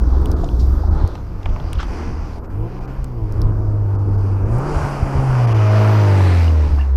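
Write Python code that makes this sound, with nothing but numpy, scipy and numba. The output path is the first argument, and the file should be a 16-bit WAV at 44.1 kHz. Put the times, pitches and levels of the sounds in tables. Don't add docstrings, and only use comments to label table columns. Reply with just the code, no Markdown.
import sys
import numpy as np
from scipy import signal
from scipy.io import wavfile
from scipy.ndimage import uniform_filter1d
from numba import njit

SR = 44100
rng = np.random.default_rng(int(sys.argv[2]) if len(sys.argv) > 2 else 0)


def log_audio(samples):
    frames = np.atleast_2d(samples).T
    limited = np.clip(frames, -1, 1)
    pcm = np.round(limited * 32767).astype(np.int16)
    wavfile.write(sys.argv[1], SR, pcm)


def volts(x):
    e = np.asarray(x, float) / 20
    return 10 ** e


N = 306936
TIME = np.arange(N) / SR

# (time [s], gust level [dB], sharpness [dB/octave])
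GUSTS = [(0, -24.5, 3.5), (.35, -25.5, 1.5), (.45, -18.5, 1), (.55, -23.5, 2.5), (.88, -24, 0),
         (.93, -18, 1), (1.0, -22.5, 2), (1.05, -16, 1), (1.075, -24, 1.5), (1.09, -26.5, -8),
         (1.17, -28.5, -2), (1.36, -29, 6), (1.43, -33, 1.5), (1.48, -17, -0.5), (1.59, -31.5, 2.5),
         (1.62, -22, 1.5), (1.72, -24.5, 0.5), (1.78, -17, -0.5), (1.82, -27, -1), (1.87, -26.5, 0.5),
         (2.04, -33.5, 2.5), (2.11, -20.5, 1.5), (2.17, -31, -2), (2.21, -24.5, 1), (2.29, -31.5, 0.5),
         (2.37, -27.5, -2), (2.79, -32, 2), (2.9, -23.5, 0), (2.95, -33, -3), (3.0, -22, -3.5),
         (3.11, -35, 3), (3.23, -24, -2), (3.27, -36, 6), (3.32, -22.5, 2), (3.52, -19, 0),
         (3.86, -30, 2.5), (3.9, -40, 1), (3.95, -25, 4.5), (4.03, -26.5, -2), (4.1, -20, 6),
         (4.13, -27.5, 2.5), (4.6, -23, 0.5), (4.63, -32.5, 1), (4.76, -18, 1), (4.81, -22.5, 6),
         (4.84, -17, 4), (4.89, -29, 2), (4.94, -31, 1), (5.05, -19.5, 2.5), (5.12, -38, -9),
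         (5.18, -20, 3), (5.26, -35, 1), (5.3, -23, 0), (5.36, -37, 1), (5.41, -33, 1), (5.44, -39, 11),
         (5.59, -30, 10), (5.65, -42, 5), (5.72, -35, 3), (6.02, -48, -8), (6.07, -43, 1), (6.59, -49, -6),
         (6.66, -22.5, 5), (6.82, -30, 3), (6.9, -39, 9)]
# (frequency [Hz], density [dB/Hz])
WIND_COLOUR = [(12, -2), (25, 5.5), (45, 1), (70, -1.5), (110, -10), (180, -20), (300, -26), (500, -35.5)]
# (time [s], peak [dB], pitch [Hz])
THUMPS = [
    (1.039, -2.5, 68.6),
    (1.489, -13, 70),
    (1.609, -12, 69),
    (1.759, -17, 70),
    (4.764, -5, 69),
    (4.829, -13, 71.4),
    (4.849, -12, 69.5),
    (5.027, -1, 70),
    (5.153, -5, 71.5),
    (5.188, -4.5, 71),
]
# (time [s], peak [dB], centre [Hz], width/centre [ratio], decay [ms])
TICKS = [(.2164, -42, 8850, .5, 1.1), (.2573, -26, 3000, 0.24, 1.3), (.2578, -28, 8860, 1.5, 1.1),
         (.3152, -27, 10000, 1.4, 1.2), (.316, -26.5, 5000, .5, 2.2), (.4429, -28.5, 4400, .5, 2.5),
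         (.4883, -31, 3060, 0.36, 1.4), (.59, -33.5, 4700, 0.65, 36), (1.0763, -31.5, 4850, 2.2, 1.1),
         (1.1528, -29.5, 2400, 0.87, 3), (1.4301, -34.5, 3000, 1.2, 2.8), (1.4573, -22.5, 2520, 0.3, 2.1),
         (1.49, -41.5, 3000, 0.63, 9.5), (1.5614, -33, 2400, 0.53, 2.1), (1.6003, -32, 3000, .7, 1.8),
         (1.731, -20.5, 8400, 1.1, 1.2), (1.731, -22.5, 2700, 1.2, 1.8), (1.78, -31.5, 3200, 0.38, 33),
         (1.79, -24.5, 1400, 0.53, 30), (1.8, -34, 5300, 0.36, 22), (1.752, -37, 3300, .3, 6.5),
         (1.8008, -25.5, 3050, 0.68, 2.2), (1.8287, -29, 2600, 1.1, 3.3), (2.9382, -48, 11800, 0.7, 0.62),
         (3.043, -32, 6000, 2.4, 1.6), (3.324, -38, 11000, .4, 0.8), (3.3233, -36.5, 5700, 0.45, 1.2),
         (3.4171, -24.5, 4640, 0.45, 1.7), (3.4171, -32, 12000, .9, 1), (4.585, -38.5, 11800, 1.2, 1),
         (6.4438, -26, 2010, 1.1, 3.4), (6.478, -26, 2900, .2, 3), (6.785, -40, 2750, .06, 22),
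         (6.807, -31.5, 2740, 0.077, 13), (6.785, -33, 1744, 0.068, 25)]
# (time [s], peak [dB], centre [Hz], width/centre [ratio], decay [ms])
KNOCKS = [(0.434, -18.5, 710, 0.4, 4.4), (0.835, -24, 770, 0.4, 4.4), (1.154, -25.5, 799, 0.71, 3.3),
          (1.459, -17.5, 820, 0.63, 3.4), (1.562, -24.5, 970, 0.33, 3.0), (1.597, -27.5, 816, 0.35, 2.7),
          (1.8, -23, 1020, 0.34, 2.4), (1.829, -23, 1000, 0.4, 3.0), (3.257, -37, 999, 0.45, 3.0),
          (6.205, -11, 940, 0.44, 3.3), (6.784, -26, 1060, 0.35, 2.04)]
# (time [s], 300 Hz [dB], 900 Hz [dB], 2.3 kHz [dB], 3.6 kHz [dB])
TYRE_LEVELS = [(0.0, -28, -36.5, -63, -62), (0.15, -30, -34, -61, -56), (0.31, -27.5, -34, -62, -59.5),
               (0.5, -31, -40.5, -64, -56.5), (0.73, -33.5, -41.5, -60, -62),
               (0.91, -32.5, -34.5, -65, -62), (1.0, -28.5, -33.5, -55, -52.5),
               (1.12, -38, -40.5, -59, -55), (1.25, -40.5, -42.5, -57, -65), (1.45, -46, -40.5, -53.5, -67),
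               (1.7, -39.5, -39.5, -51.5, -61), (1.93, -35.5, -39.5, -46.5, -66),
               (2.18, -37, -39.5, -50.5, -65), (2.35, -40.5, -42.5, -55.5, -65),
               (2.57, -37, -43, -57.5, -75), (2.72, -37.5, -42.5, -54, -65),
               (2.95, -38.5, -41.5, -51.5, -65), (3.22, -41, -43, -54.5, -70), (3.45, -34.5, -39, -58, -67),
               (3.61, -33, -40.5, -61, -73), (3.98, -39, -40.5, -59, -71), (4.28, -36, -39, -58, -70),
               (4.52, -30.5, -36.5, -53, -74), (4.61, -26.5, -29, -49, -67), (4.73, -30, -32, -45, -64),
               (4.82, -38, -29, -43, -57), (5.02, -31.5, -29, -43, -69), (5.48, -31.5, -28.5, -37.5, -58),
               (5.62, -33.5, -26.5, -35, -51.5), (5.83, -33.5, -24.5, -33.5, -46),
               (6.1, -31.5, -26, -34, -45.5), (6.23, -27, -27, -32.5, -41), (6.31, -28, -27, -32.5, -40.5),
               (6.43, -32, -30.5, -35, -45.5), (6.54, -34, -35, -44, -52.5), (6.66, -40, -37.5, -43.5, -50),
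               (6.79, -41, -38.5, -50, -59.5), (6.93, -44, -42, -53.5, -61)]
# (time [s], 5 kHz [dB], 9 kHz [dB], 14 kHz [dB])
HISS_LEVELS = [(0.0, -56, -69, -69), (0.27, -56, -68, -66.5), (0.46, -55.5, -64.5, -69),
               (0.63, -58, -65.5, -62), (0.93, -55.5, -68, -72), (1.06, -58, -70, -76.5),
               (1.39, -59.5, -72, -72.5), (1.72, -55, -70, -79), (1.91, -52, -65, -76.5),
               (2.2, -52.5, -72, -87), (2.35, -59.5, -71, -78.5), (2.61, -67, -70, -73),
               (2.76, -60, -74, -77.5), (2.91, -59.5, -71, -74.5), (3.42, -64, -71, -79.5),
               (3.84, -62.5, -71.5, -78), (4.46, -60.5, -69, -78.5), (4.55, -54, -58, -72.5),
               (4.67, -50, -58, -77.5), (4.77, -47.5, -55.5, -81), (4.9, -48, -56.5, -70),
               (5.25, -48, -56, -72), (5.79, -43.5, -55, -60), (6.02, -43, -56, -59.5),
               (6.23, -43, -50, -60.5), (6.31, -44, -51, -62.5), (6.44, -44, -55.5, -62),
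               (6.6, -51, -63, -68), (6.79, -53.5, -65, -68), (6.93, -62, -71, -87.5)]
# (frequency [Hz], density [dB/Hz])
ROAR_COLOUR = [(100, -29), (170, -0.5), (262, -2), (317, 2.5), (569, -11.5), (948, -10), (1380, -15.5),
               (1910, -21), (2300, -19), (3230, -29), (5280, -23), (7010, -42), (12800, -46.5),
               (15500, -46)]
# (low edge [Hz], high edge [Hz])
ZONES_HZ = [(200, 450), (550, 1400), (1700, 2900), (3200, 4100), (4400, 6200), (7000, 10500),
            (13000, 15200)]
# (time [s], firing rate [Hz])
REVS = [(0, 55), (.14, 63.5), (.3, 73), (.42, 66), (.5, 56), (.69, 65), (.82, 76), (.95, 79), (1.085, 82),
        (1.095, 100), (1.33, 98), (1.5, 89), (1.69, 81.5), (1.82, 75.5), (2.03, 77), (2.3, 78),
        (2.45, 83.5), (2.56, 99), (2.64, 110.5), (2.75, 126.5), (2.85, 130), (3.02, 131.5), (3.11, 125),
        (3.2, 110.5), (3.3, 101.5), (3.46, 107), (3.58, 103.5), (3.7, 104.5), (3.87, 100.5), (4.3, 98),
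        (4.42, 96.5), (4.56, 120.5), (4.61, 135), (4.67, 147.5), (4.74, 150.5), (4.85, 143), (5.0, 137),
        (5.16, 135.5), (5.29, 130.5), (5.45, 119), (5.53, 111), (5.61, 106), (5.7, 105.4), (5.8, 106.8),
        (5.95, 107), (6.02, 103.8), (6.19, 96), (6.41, 84.2), (6.64, 73.6), (6.73, 71.4), (6.83, 68.5),
        (6.96, 65.5)]
# (time [s], boom [dB], lumpiness [dB])
LOT_LEVELS = [(0, -17, 2.5), (.1, -13.5, -2.5), (.28, -19, 1), (.38, -19.5, 2), (.46, -28.5, 1.5),
              (.53, -16.5, -1), (.69, -12.5, -2.5), (.8, -20, 2.5), (.9, -17.5, 5), (.96, -20, 3),
              (1.0, -29, 1.5), (1.08, -26, -2)]
# (multiple of crank-cycle rate [ratio], level [dB])
LUMPS_DB = [(1, -10), (2, -6), (4, -10), (5, -19), (6, -26), (7, -27), (8, -24), (9, -26), (11, -28),
            (13, -27), (14, -28)]
# (time [s], boom [dB], overtones [dB])
ROAD_LEVELS = [(1.1, -37, 9), (1.31, -34, 2), (1.51, -26, 7), (1.67, -28, 2.5), (1.8, -38, 1),
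               (2.01, -24.5, 5), (2.3, -28.5, 4), (2.36, -43, 11), (2.45, -38, 10), (2.56, -23, 4),
               (2.64, -20.5, 8), (2.7, -33, 10), (2.85, -32.5, 10.5), (2.98, -32, 11), (3.1, -28, 5.5),
               (3.2, -26.5, 11), (3.29, -20.5, -1), (3.34, -25, 5), (3.44, -15, -1.5), (3.56, -19.5, 1.5),
               (3.7, -16.5, 0.5), (3.9, -16, -1), (4.2, -15.5, 0), (4.36, -14, -1), (4.43, -19, 6),
               (4.56, -15, 4.5), (4.61, -22.5, 7.5), (4.68, -26, 12), (4.83, -22, 5.5), (5.0, -26.5, 10.5),
               (5.14, -22, 9.5), (5.22, -16.5, 8), (5.3, -14.5, -1), (5.45, -11.5, 1), (5.56, -12, 1),
               (5.65, -10.5, 0.5), (5.82, -11, 7), (5.96, -10.5, 4.5), (6.2, -10.5, 5), (6.41, -10, -0.5),
               (6.64, -11.5, 0), (6.705, -20, 6), (6.735, -8, -8), (6.77, -13.5, -4), (6.8, -11.5, -5.5),
               (6.84, -16, -8.5), (6.93, -11, -7.5)]
# (multiple of firing rate [ratio], level [dB])
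ORDERS_DB = [(.5, -34.5), (1.5, -28), (2, -25), (2.5, -38), (3, -24.5), (3.5, -30), (4, -30), (4.5, -31.5),
             (5, -34), (5.5, -40), (6, -30.5), (7, -35), (8, -35.5), (9, -33)]
# (frequency [Hz], width [Hz], gain [dB])
PIPE = [(315, 27, 3), (455, 31.5, 5), (617, 23, 2.5)]
# (centre time [s], length [s])
GAPS = [(.351, 0.031), (0.899, 0.024), (2.415, 0.058), (2.48, 0.049), (2.80, 0.014), (2.868, .02),
        (3.975, 0.027), (4.173, .015), (4.445, .015), (5.465, 0.016), (5.539, .015)]


@njit
def svf(x, hz, width_hz):
    y, band_state, low_state = np.empty(len(x)), 0., 0.
    g, k = np.tan(np.pi * hz / SR), width_hz / hz
    for i in range(len(x)):
        v = (band_state + g * (x[i] - low_state)) / (1 + g * (g + k))
        band_state = 2 * v - band_state
        low_state = low_state + 2 * g * v
        y[i] = k * v
    return y


def columns(table):
    time_s, *rest = np.transpose(table)
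    return [np.interp(TIME, time_s, c) for c in rest]


def colour(table, hz):
    table_hz, db = np.transpose(table)
    return np.interp(np.log(hz), np.log(table_hz), db) + 10 * np.log10(hz)


def unit(x):
    return x / np.sqrt(np.mean(x ** 2))


def walk(rate_hz):
    hold = int(SR / rate_hz)
    steps = np.repeat(rng.standard_normal(N // hold + 1), hold)
    return unit(uniform_filter1d(uniform_filter1d(steps, hold), hold)[:N])


def band(hz, share):
    once = svf(rng.standard_normal(N), hz, hz * share)
    return unit(svf(once, hz, hz * share))


def add(out, time_s, grain):
    i = int(time_s * SR)
    out[i:i + len(grain)] += grain[:N - i]


def wind():
    gust_db, sharp_db = columns(GUSTS)
    buffet, out = walk(16), 0
    for hz in 14 * 2 ** (np.arange(16) / 3):
        reach_db = np.clip(sharp_db, -8, 3) * max(np.log2(hz / 45), 0)
        level_db = colour(WIND_COLOUR, hz) + reach_db + 1.9 * buffet + 1.2 * walk(9)
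        out = out + volts(level_db) * band(hz, 1 / 3)
    return volts(gust_db - 23.5) * out


def thumps():
    out = np.zeros(N)
    for time_s, db, hz in THUMPS:
        turn = np.arange(int(4 * SR / hz)) * hz / SR
        envelope = np.sqrt(turn) * np.exp(-turn / 0.39)
        add(out, time_s, 3.14 * volts(db) * np.sin(2 * np.pi * turn) * envelope)
    return out


def ticks(table):
    out, t = np.zeros(N), np.arange(4096) / SR
    for time_s, db, hz, share, ms in table:
        attack = np.minimum(t / (0.00022 * ms), 1)
        burst = rng.standard_normal(len(t)) * np.exp(-t / ms * 1000) * attack
        width_hz = share * hz
        grain = svf(svf(burst, 1. * hz, width_hz), 1. * hz, width_hz)
        add(out, time_s, volts(db) * grain / np.abs(grain).max())
    return out


def roar(phase):
    centres_hz = 180 * 2 ** (np.arange(27) / 4)
    gains = volts(colour(ROAR_COLOUR, centres_hz))
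    usual_db = []
    for lo, hi in ZONES_HZ:
        inside = (centres_hz > lo) & (centres_hz < hi)
        usual_db.append(10 * np.log10(np.sum(gains[inside] ** 2)))
    lifts_db = np.array(columns(TYRE_LEVELS) + columns(HISS_LEVELS)) - np.array(usual_db)[:, None]
    edges, swell, out = np.log(np.ravel(ZONES_HZ)), walk(9), 0
    for hz, gain in zip(centres_hz, gains):
        weights = [np.interp(np.log(hz), edges, np.repeat(row, 2)) for row in np.eye(len(usual_db))]
        level_db = weights @ lifts_db + 1.38 * swell + 1.4 * walk(14)
        out = out + gain * volts(level_db) * band(hz, 0.25)
    puffed = volts(-0.5) * (1 + 0.14 * np.sin(phase)) * out
    return signal.sosfilt(signal.ellip(8, .2, 50, 15350, fs=SR, output="sos"), puffed)


def lot_exhaust():
    (hz,), (boom_db, lump_db) = columns(REVS), columns(LOT_LEVELS)
    cycle = np.pi + 2 * np.pi * np.cumsum(hz * (1 + .012 * walk(15))) / (3 * SR)
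    out = volts(1.2 * walk(20.5)) * np.cos(3 * cycle)
    for k, db in LUMPS_DB:
        level_db = db + lump_db + 2.56 * walk(12)
        out = out + volts(level_db) * np.cos(k * cycle + 0.075 * k * walk(8))
    return np.sqrt(2) * volts(boom_db) * out


def road_exhaust():
    (hz,), (boom_db, over_db) = columns(REVS), columns(ROAD_LEVELS)
    phase = 2 * np.pi * np.cumsum(hz * (1 + .002 * walk(25.04))) / SR
    out = np.sin(phase) * volts(.5 * walk(30))
    for k, db in ORDERS_DB:
        ring_db = sum(g / (1 + (2 * (k * hz - f) / w) ** 2) for f, w, g in PIPE)
        level_db = db + over_db + ring_db + 3.5 * walk(6)
        out = out + volts(level_db) * np.sin(k * phase + rng.uniform(0, 2 * np.pi))
    return np.sqrt(2) * volts(boom_db) * out, phase


def scene():
    road, phase = road_exhaust()
    to_road = np.clip((TIME - 1.075) / .015, 0, 1)
    car = (1 - to_road) * lot_exhaust() + to_road * road
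    mix = wind() + thumps() + ticks(TICKS) + ticks(KNOCKS) + roar(phase) + car
    return mix[None]


def drop_treble(x):
    low = signal.sosfiltfilt(signal.butter(6, 1800, fs=SR, output="sos"), x)
    lost = sum(np.clip(2 - 4 * np.abs(TIME - s) / length_s, 0, 1) for s, length_s in GAPS)
    return low + (x - low) * volts(-12 * lost)


def circuit_whine():
    hz, level_db, end_s = 12617, -73, 6.3
    tone = np.sin(2 * np.pi * hz * TIME) * (TIME < end_s)
    return np.sqrt(2) * volts(level_db + walk(20)) * tone


def low_pass(x):
    return signal.sosfilt(signal.butter(12, 16320, fs=SR, output="sos"), x)


def record(dry):
    dry = signal.sosfilt(signal.butter(2, 12, "high", fs=SR, output="sos"), dry)
    x = drop_treble(dry) + circuit_whine()
    return low_pass(np.tanh(0.69 * x) / 0.73)


dry = scene()
out = record(dry)
log_audio(out)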